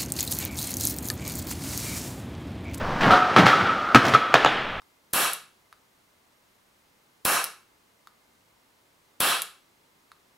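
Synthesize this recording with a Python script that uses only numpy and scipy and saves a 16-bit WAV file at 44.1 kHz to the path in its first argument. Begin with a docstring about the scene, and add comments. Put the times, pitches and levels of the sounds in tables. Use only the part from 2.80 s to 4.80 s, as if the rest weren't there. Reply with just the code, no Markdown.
"""A kick scooter in a concrete workshop, closing from nine metres to just over one from the microphone.
It rolls off a booming plywood quarter pipe, whose edge plate rings, bangs up a kicker and flies.
It lands on the floor, deck rattling and loose parts ticking, then clacks onto a ramp close by.
All the way its frame rings with a hollow note at each jolt, and walls and a long room tail answer.
The hardest blows clip, and the limiter ducks after them."""
import sys
import numpy as np
from scipy import signal
from scipy.fft import rfft, irfft, next_fast_len
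from scipy.io import wavfile
from scipy.ndimage import map_coordinates

SR = 44100
rng = np.random.default_rng(int(sys.argv[2]) if len(sys.argv) > 2 else 0)


def transcribe(signal):
    """Save signal, clipped to [-1, 1], as a 16-bit WAV file at the path in sys.argv[1]."""
    frames = np.atleast_2d(signal).T
    limited = np.clip(frames, -1, 1)
    pcm = np.round(limited * 32767).astype(np.int16)
    wavfile.write(sys.argv[1], SR, pcm)


N = 88200
HIT = SR // 2  # samples in one struck sound
TIME = np.arange(N) / SR


def amp(db):
    """Decibels to gain."""
    return np.exp(np.asarray(db) * np.log(10) / 20)


def unit_rms(x):
    """Scale to rms 1."""
    return x / np.sqrt(np.mean(x ** 2) + 1e-20)


def unit_energy(x):
    """Scale so that the squares sum to 1."""
    return x / np.linalg.norm(x)


def along(points, hz):
    """Read (Hz, value) points on a log frequency axis."""
    freqs, values = np.transpose(points)
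    return np.interp(np.log(hz + 1), np.log(freqs + 1), values)


def level(points):
    """Gain per sample from (s, dB) points."""
    return amp(np.interp(TIME, *np.transpose(points)))


def filtered(x, response):
    """Filter x by a gain that is a function of frequency."""
    size = next_fast_len(N + SR // 4)
    return irfft(rfft(x, size) * response(np.fft.rfftfreq(size, 1 / SR)), size)[..., :N]


def noise(spectrum, tilt_db=0, size=N):
    """Coloured noise of rms 1, tilted by dB per octave above 500 Hz."""
    hz = np.fft.rfftfreq(size, 1 / SR)
    octaves = np.log2(np.maximum(hz / 500, 1))
    colour = amp(along(spectrum, hz) + tilt_db * octaves)
    return unit_rms(irfft(rfft(rng.standard_normal(size)) * colour, size))


def rough_noise(spectrum, depth_db, knots_per_s):
    """Coloured noise of rms 1 whose level follows a smooth random curve."""
    steady = noise(spectrum)
    wobble = map_coordinates(rng.standard_normal(1024), [TIME * knots_per_s], mode="wrap")
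    return unit_rms(steady * amp(depth_db * wobble))


def fade(rise_s, t60_s):
    """Half a second of attack and decay."""
    t = np.arange(HIT) / SR
    return (1 - np.exp(-t / rise_s)) * amp(-60 * t / t60_s)


def ring(modes, rise_s, scatter_db, detune=0):
    """Damped sines, scattered in level, and in pitch if detuned, at every strike."""
    out = np.zeros(HIT)
    for k, (hz, db, t60) in enumerate(modes):
        t = np.arange(min(HIT, int(2 * t60 * SR))) / SR
        pitch = hz * np.exp(detune * rng.normal())
        wave = (-1) ** k * np.sin(2 * np.pi * pitch * t)
        out[:len(t)] += amp(db + scatter_db * rng.normal()) * fade(rise_s, t60)[:len(t)] * wave
    return out


def add(track, start_s, sound):
    """Mix a sound into the track."""
    part = track[max(round(start_s * SR), 0):][:len(sound)]
    part += sound[:len(part)]


# The workshop at rest. Each row: frequency in Hz, level in dB.
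ROOM_TONE = [(20, -10), (45, -3), (80, -3), (130, -1), (220, -1), (400, -19), (1500, -20), (15000, -53)]

def room_tone():
    """A faint, low, steady noise around the microphone."""
    return amp(-48) * noise(ROOM_TONE)


# How long the workshop rings. Each row: frequency in Hz, t60 in seconds.
ROOM_T60 = [(100, 0.71), (400, 0.84), (1300, 1.04), (3200, 1.11), (6000, 0.51), (14000, 0.62)]

def reverb(x, rise_s=0.004):
    """The room's diffuse tail: noise dying away band by band, drawn anew at each call."""
    hz, t, bands = signal.stft(rng.standard_normal(SR * 3 // 4), SR, nperseg=256)
    envelope = amp(-60 * t / along(ROOM_T60, hz)[:, None]) * (1 - np.exp(-t / rise_s))
    tail = signal.istft(bands * envelope, SR, nperseg=256)[1]
    return signal.fftconvolve(x, unit_energy(tail))[:N]


# Wall echoes at the microphone. Each row: delay in seconds, level in dB.
WALLS = [(.0116, -7), (.0142, -6.5), (.0158, -12.5), (.0262, -13.5)]

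def add_echoes(track, start, sound):
    """Walls return distinct echoes; ramps and shelves scatter a short wash."""
    for delay, db in WALLS:
        add(track, start + delay + rng.normal(0, 0.00023), amp(db) * sound)
    clutter = unit_energy(fade(rise_s=0.0021, t60_s=0.15) * rng.standard_normal(HIT))
    add(track, start + 0.0099, amp(-1) * signal.fftconvolve(sound, clutter))


# Colours of wheel roar, board rumble and ramp boom. Each row: frequency in Hz, level in dB.
ROAR = [(60, -70), (250, 5), (450, 2), (780, 6), (1050, 1.5), (1600, 2.5), (2400, -6.5), (3600, -11.5),
        (5500, -18), (8000, -30.5), (15000, -47.5)]
RUMBLE = [(20, -43), (42, -41), (62, -22), (90, -1), (135, 1), (200, 2), (300, -7.5), (500, -7), (1200, -5),
          (4000, -57)]
BOOM = [(18, -3), (42, -28), (65, -10), (120, -22), (400, -58)]
# Roar and rumble as they reach the microphone. Each row: time in seconds, level in dB.
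ROAR_LEVELS = [(0, -32), (.19, -31), (.27, -25.5), (.37, -20), (.42, -28.5), (.54, -26.5), (.7, -21),
               (.88, -28), (1, -32), (1.14, -33), (1.25, -19), (1.32, -25.5), (1.42, -29.5), (1.51, -33),
               (1.6, -18.5), (1.77, -28), (1.88, -34.5), (2, -40)]
RUMBLE_LEVELS = [(0, -28.5), (.2, -29), (.25, -21.5), (.31, -20.5), (.39, -36.5), (.55, -40), (.61, -12.5),
                 (.74, -33), (.85, -27.5), (1.12, -52.5), (1.2, -24), (1.26, -21), (1.33, -25.5),
                 (1.42, -48), (1.52, -63), (1.6, -39), (1.8, -34.5), (2, -40.5)]
# On the far quarter pipe, then the near one. Each row: start and end in seconds, level in dB.
RAMP_RIDES = [(-.1, 0.376, -35.5), (1.528, 2.1, -40.5)]

def rolling(boom_fade_s=0.049):
    """Hard wheels roar over grit, the boards rumble and the hollow quarter pipes boom."""
    roar = level(ROAR_LEVELS) * rough_noise(ROAR, depth_db=0.63, knots_per_s=140)
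    rumble = level(RUMBLE_LEVELS) * rough_noise(RUMBLE, depth_db=1.6, knots_per_s=35.33)
    on_ramp = sum(amp(db) * np.clip(np.minimum(TIME - start, end - TIME) / boom_fade_s, 0, 1)
                  for start, end, db in RAMP_RIDES)
    return roar + rumble + on_ramp * noise(BOOM)


# The deck, two to three metres off. Each row: frequency in Hz, level in dB.
DECK_RATTLE = [(150, -25), (580, 11), (1000, -3), (1800, 1), (3500, -9), (6000, -19), (9000, -21.5),
               (15000, -34)]

def deck_rattle(start_s=1.222, length_s=0.12):
    """The deck rattles briefly on the concrete after the landing."""
    progress = np.clip((TIME - start_s) / length_s, 0, 1)
    swell = np.sqrt(np.abs(np.sin(np.pi * progress)))
    rattle = amp(-23) * swell * rough_noise(DECK_RATTLE, depth_db=3.3, knots_per_s=260)
    return rattle + amp(-5) * reverb(rattle)


# The far ramp's edge plate. Each row: frequency in Hz, level in dB, t60 in seconds.
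PLATE_MODES = [(554, -4, .3), (732, -1, .28), (958, -7, .25), (1217, -4, .4), (1653, -14, .4),
               (1830, -14, .3), (4037, -27, .4), (4274, -24, .25)]
# Loose parts, nearer the microphone. Each row: start in seconds, level in dB.
TICKS = [(1.2515, -16.5), (1.257, -24), (1.265, -15), (1.283, -16), (1.296, -29)]
# A tick's colour. Each row: frequency in Hz, level in dB.
TICK_COLOUR = [(500, -18), (2000, 2), (6000, 6), (9000, -14), (15000, -13)]

def metal_parts():
    """The edge plate rings as the wheels leave it; loose metal ticks after the landing."""
    out = np.zeros(N)
    add(out, 0.312, amp(-12) * ring(PLATE_MODES, rise_s=0.0076, scatter_db=2.5))
    for start, db in TICKS:
        add(out, start, amp(db) * fade(rise_s=0.0009, t60_s=0.019) * noise(TICK_COLOUR, size=HIT))
    return out + amp(-8.5) * reverb(out)


# The frame's hollow note. Each row: frequency in Hz, level in dB, t60 in seconds.
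FRAME_MODES = [(1288.5, 2.5, 0.056), (1366, -10, 0.023), (1205, -4, 0.066), (2460, -21, 0.086),
               (3300, -24.5, 0.085)]
# Jolts that ring only the frame. Each row: start in seconds, level in dB.
JOLTS = [(0.335, -21), (0.355, -22), (0.375, -18), (0.422, -16), (0.459, -15), (0.508, -18.5), (0.73, -3),
         (0.772, -37), (0.807, -13), (0.893, -11.5), (1.217, -8), (1.4163, -10)]
# The colour of its buzz. Each row: frequency in Hz, level in dB.
BUZZ = [(300, -108), (950, -21), (1150, 1.5), (1295, 9), (1420, 5.5), (1650, -17), (3000, -48)]
# The buzz at the microphone. Each row: time in seconds, level in dB.
BUZZ_LEVELS = [(0, -74), (.29, -42), (.33, -16), (.45, -26.5), (.55, -36), (.72, -20.5), (.95, -30),
               (1.13, -27), (1.3, -31), (1.42, -27.5), (1.6, -25), (1.8, -32), (2, -41)]

def frame():
    """The frame rings at each jolt and wheel blow (BLOWS, below) and buzzes as the wheels spin."""
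    notes = np.zeros(N)
    for start, db in [(blow[0], blow[-1]) for blow in BLOWS] + JOLTS:
        add(notes, start, amp(db) * ring(FRAME_MODES, rise_s=0.0017, scatter_db=0.2))
    tail = amp(-11) * reverb(notes)
    buzz = level(BUZZ_LEVELS) * rough_noise(BUZZ, depth_db=0.73, knots_per_s=55.4)
    return notes + tail + buzz


# The dull body of a blow. Each row: frequency in Hz, level in dB.
THUD = [(12, -45), (40, -19), (65, -33), (125, -10), (190, -0.5), (300, 2), (430, -5), (900, -13),
        (3000, -46)]
# The plywood's low modes. Each row: frequency in Hz, level in dB, t60 in seconds.
BOARD_MODES = [(42.3, -27, 0.22), (117, -7.5, 0.17), (135, -0.5, 0.16), (181, -10.5, 0.21),
               (252, -5, 0.049), (295.3, -3, 0.11)]

def board_thud(rise_s=0.0029):
    """A burst of low noise with the boards ringing under it."""
    burst = amp(-1) * fade(rise_s, t60_s=0.14) * noise(THUD, size=HIT)
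    return burst + amp(-2.5) * ring(BOARD_MODES, rise_s, scatter_db=1.0)


# The sharp edge of a blow. Each row: frequency in Hz, level in dB.
CRACK = [(300, -10), (900, 9), (2500, 11.5), (5000, -7.5), (9000, -23), (15000, -28)]
# The scooter's approach. Each row: time in seconds, distance to the microphone in metres.
APPROACH = [(0, 9), (.6, 6.4), (1.15, 2.9), (1.54, 1.24), (2, 1.5)]

def contact_crack(start):
    """The hard contact, heard only directly, falling off as one over distance."""
    metres = np.interp(start, *np.transpose(APPROACH))
    return amp(1.5) / metres * fade(rise_s=0.0003, t60_s=0.0081) * noise(CRACK, size=HIT)


# A hard wheel on board. Each row: frequency in Hz, level in dB, t60 in seconds.
CLACK_MODES = [(458, -9, 0.018), (776, 0, 0.012), (1254, -4, 0.014), (1750, 1, 0.0092), (2930, -4, 0.0052),
               (3850, -7.5, .0055), (6160, -20, 0.0068)]
# Colours of the clatter and of a clack spread through the room. 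Each row: frequency in Hz, level in dB.
CLATTER = [(20, -42), (100, -56), (300, -1.5), (700, 1), (1100, 4), (1500, 8), (2200, 0.5), (3500, -5),
           (5500, -14.5), (8000, -26.5), (15000, -38)]
CLACK_TAIL = [(60, -32), (250, -12), (450, 4.5), (800, 1), (1400, 4), (2200, 0.5), (3300, -2), (4300, -11),
              (6000, -20), (9000, -30), (15000, -50.5)]
# Wheel blows, far to near. Each row: start in seconds, clack and clatter levels in dB, clatter t60
# in seconds, clatter tilt in dB per octave, thud and frame ring levels in dB.
BLOWS = [(0.208, -41.5, -21, 0.31, 0, -30, -36), (0.23, -31, -18.5, 0.38, -2, -21, -34),
         (0.259, -36, -35, 0.12, -15, -17.5, -39), (0.307, -10.5, -19, 0.23, 1.5, -28, -8),
         (0.563, -2.5, -10.5, 0.19, -0.5, -12.5, -10), (0.583, -10, -10, 0.18, 0, -9.5, -11),
         (0.657, -14, -15.5, 0.43, 2, -50, -43), (0.666, -2.5, -13, 0.25, 0, -31, -10),
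         (1.1465, -4.5, -6.5, 0.065, 2.5, -5.5, -5.5), (1.156, -7.5, -8.5, 0.19, 1.5, -12, 0),
         (1.337, -10, -12, 0.19, 1, -21, -10), (1.348, -20, -21, 0.13, -10.5, -29, 2),
         (1.5412, 4.5, -9.5, 0.31, 0, -14, -51), (1.6475, 4, -22, 0.15, 4, -17, -12)]

def wheel_blows():
    """Each blow cracks and clacks, sets scooter and boards clattering, thuds and stirs the room."""
    out = np.zeros(N)
    tail_colour = amp(along(CLACK_TAIL, np.fft.rfftfreq(512, 1 / SR)))
    tail_pulse = unit_energy(np.roll(irfft(tail_colour), 256))
    for start, clack_db, clatter_db, t60, tilt_db, thud_db, _ in BLOWS:
        clack = amp(clack_db) * ring(CLACK_MODES, rise_s=0.00021, scatter_db=2.0, detune=0.042)
        clatter = amp(clatter_db) * fade(rise_s=0.00095, t60_s=t60) * noise(CLATTER, tilt_db, size=HIT)
        thud = amp(thud_db) * board_thud()
        crack = amp(clack_db) * contact_crack(start)
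        add(out, start, crack + clack + clatter + thud)
        to_room = amp(-7.5) * clatter + amp(-10.5) * thud
        add(to_room, 0, amp(-4.5) * np.linalg.norm(clack) * tail_pulse)
        add(out, start, reverb(to_room))
        add_echoes(out, start, clack)
    return out


# Stereo width. Each row: frequency in Hz, side level in dB.
WIDTH = [(30, -44), (250, -58.5), (550, -60.5), (1100, -72.5), (2000, -41.5), (4000, -30.5), (12000, -34.5)]

def scene():
    """Almost mono, with a very faint diffuse difference between left and right."""
    mid = wheel_blows() + frame() + metal_parts() + deck_rattle() + rolling() + room_tone()
    side = reverb(filtered(mid, lambda hz: amp(along(WIDTH, hz))))
    return np.array([mid + side, mid - side])


def smooth(x, lag_s):
    """One-pole low-pass."""
    pole = np.exp(-1 / (lag_s * SR))
    return signal.lfilter([1 - pole], [1, -pole], x)


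LIMIT_DB, RELEASE_DB_PER_S, ATTACK_S, TOP_HZ = -3, 18.5, 0.012, 16000

def record(dry):
    """Behind the microphone a limiter ducks fast and recovers slowly; then clipping and a band limit."""
    crest = np.sqrt(2 * smooth(dry.mean(axis=0) ** 2, lag_s=0.0011))
    over_db = np.maximum(20 * np.log10(crest + 1e-9) - LIMIT_DB, 0)
    recovery = RELEASE_DB_PER_S * TIME
    held_db = np.maximum.accumulate(over_db + recovery) - recovery
    ducked = dry * amp(-smooth(held_db, ATTACK_S))
    return filtered(np.clip(ducked, -1, 1), lambda hz: hz < TOP_HZ)


dry = scene()
out = record(dry)
transcribe(out)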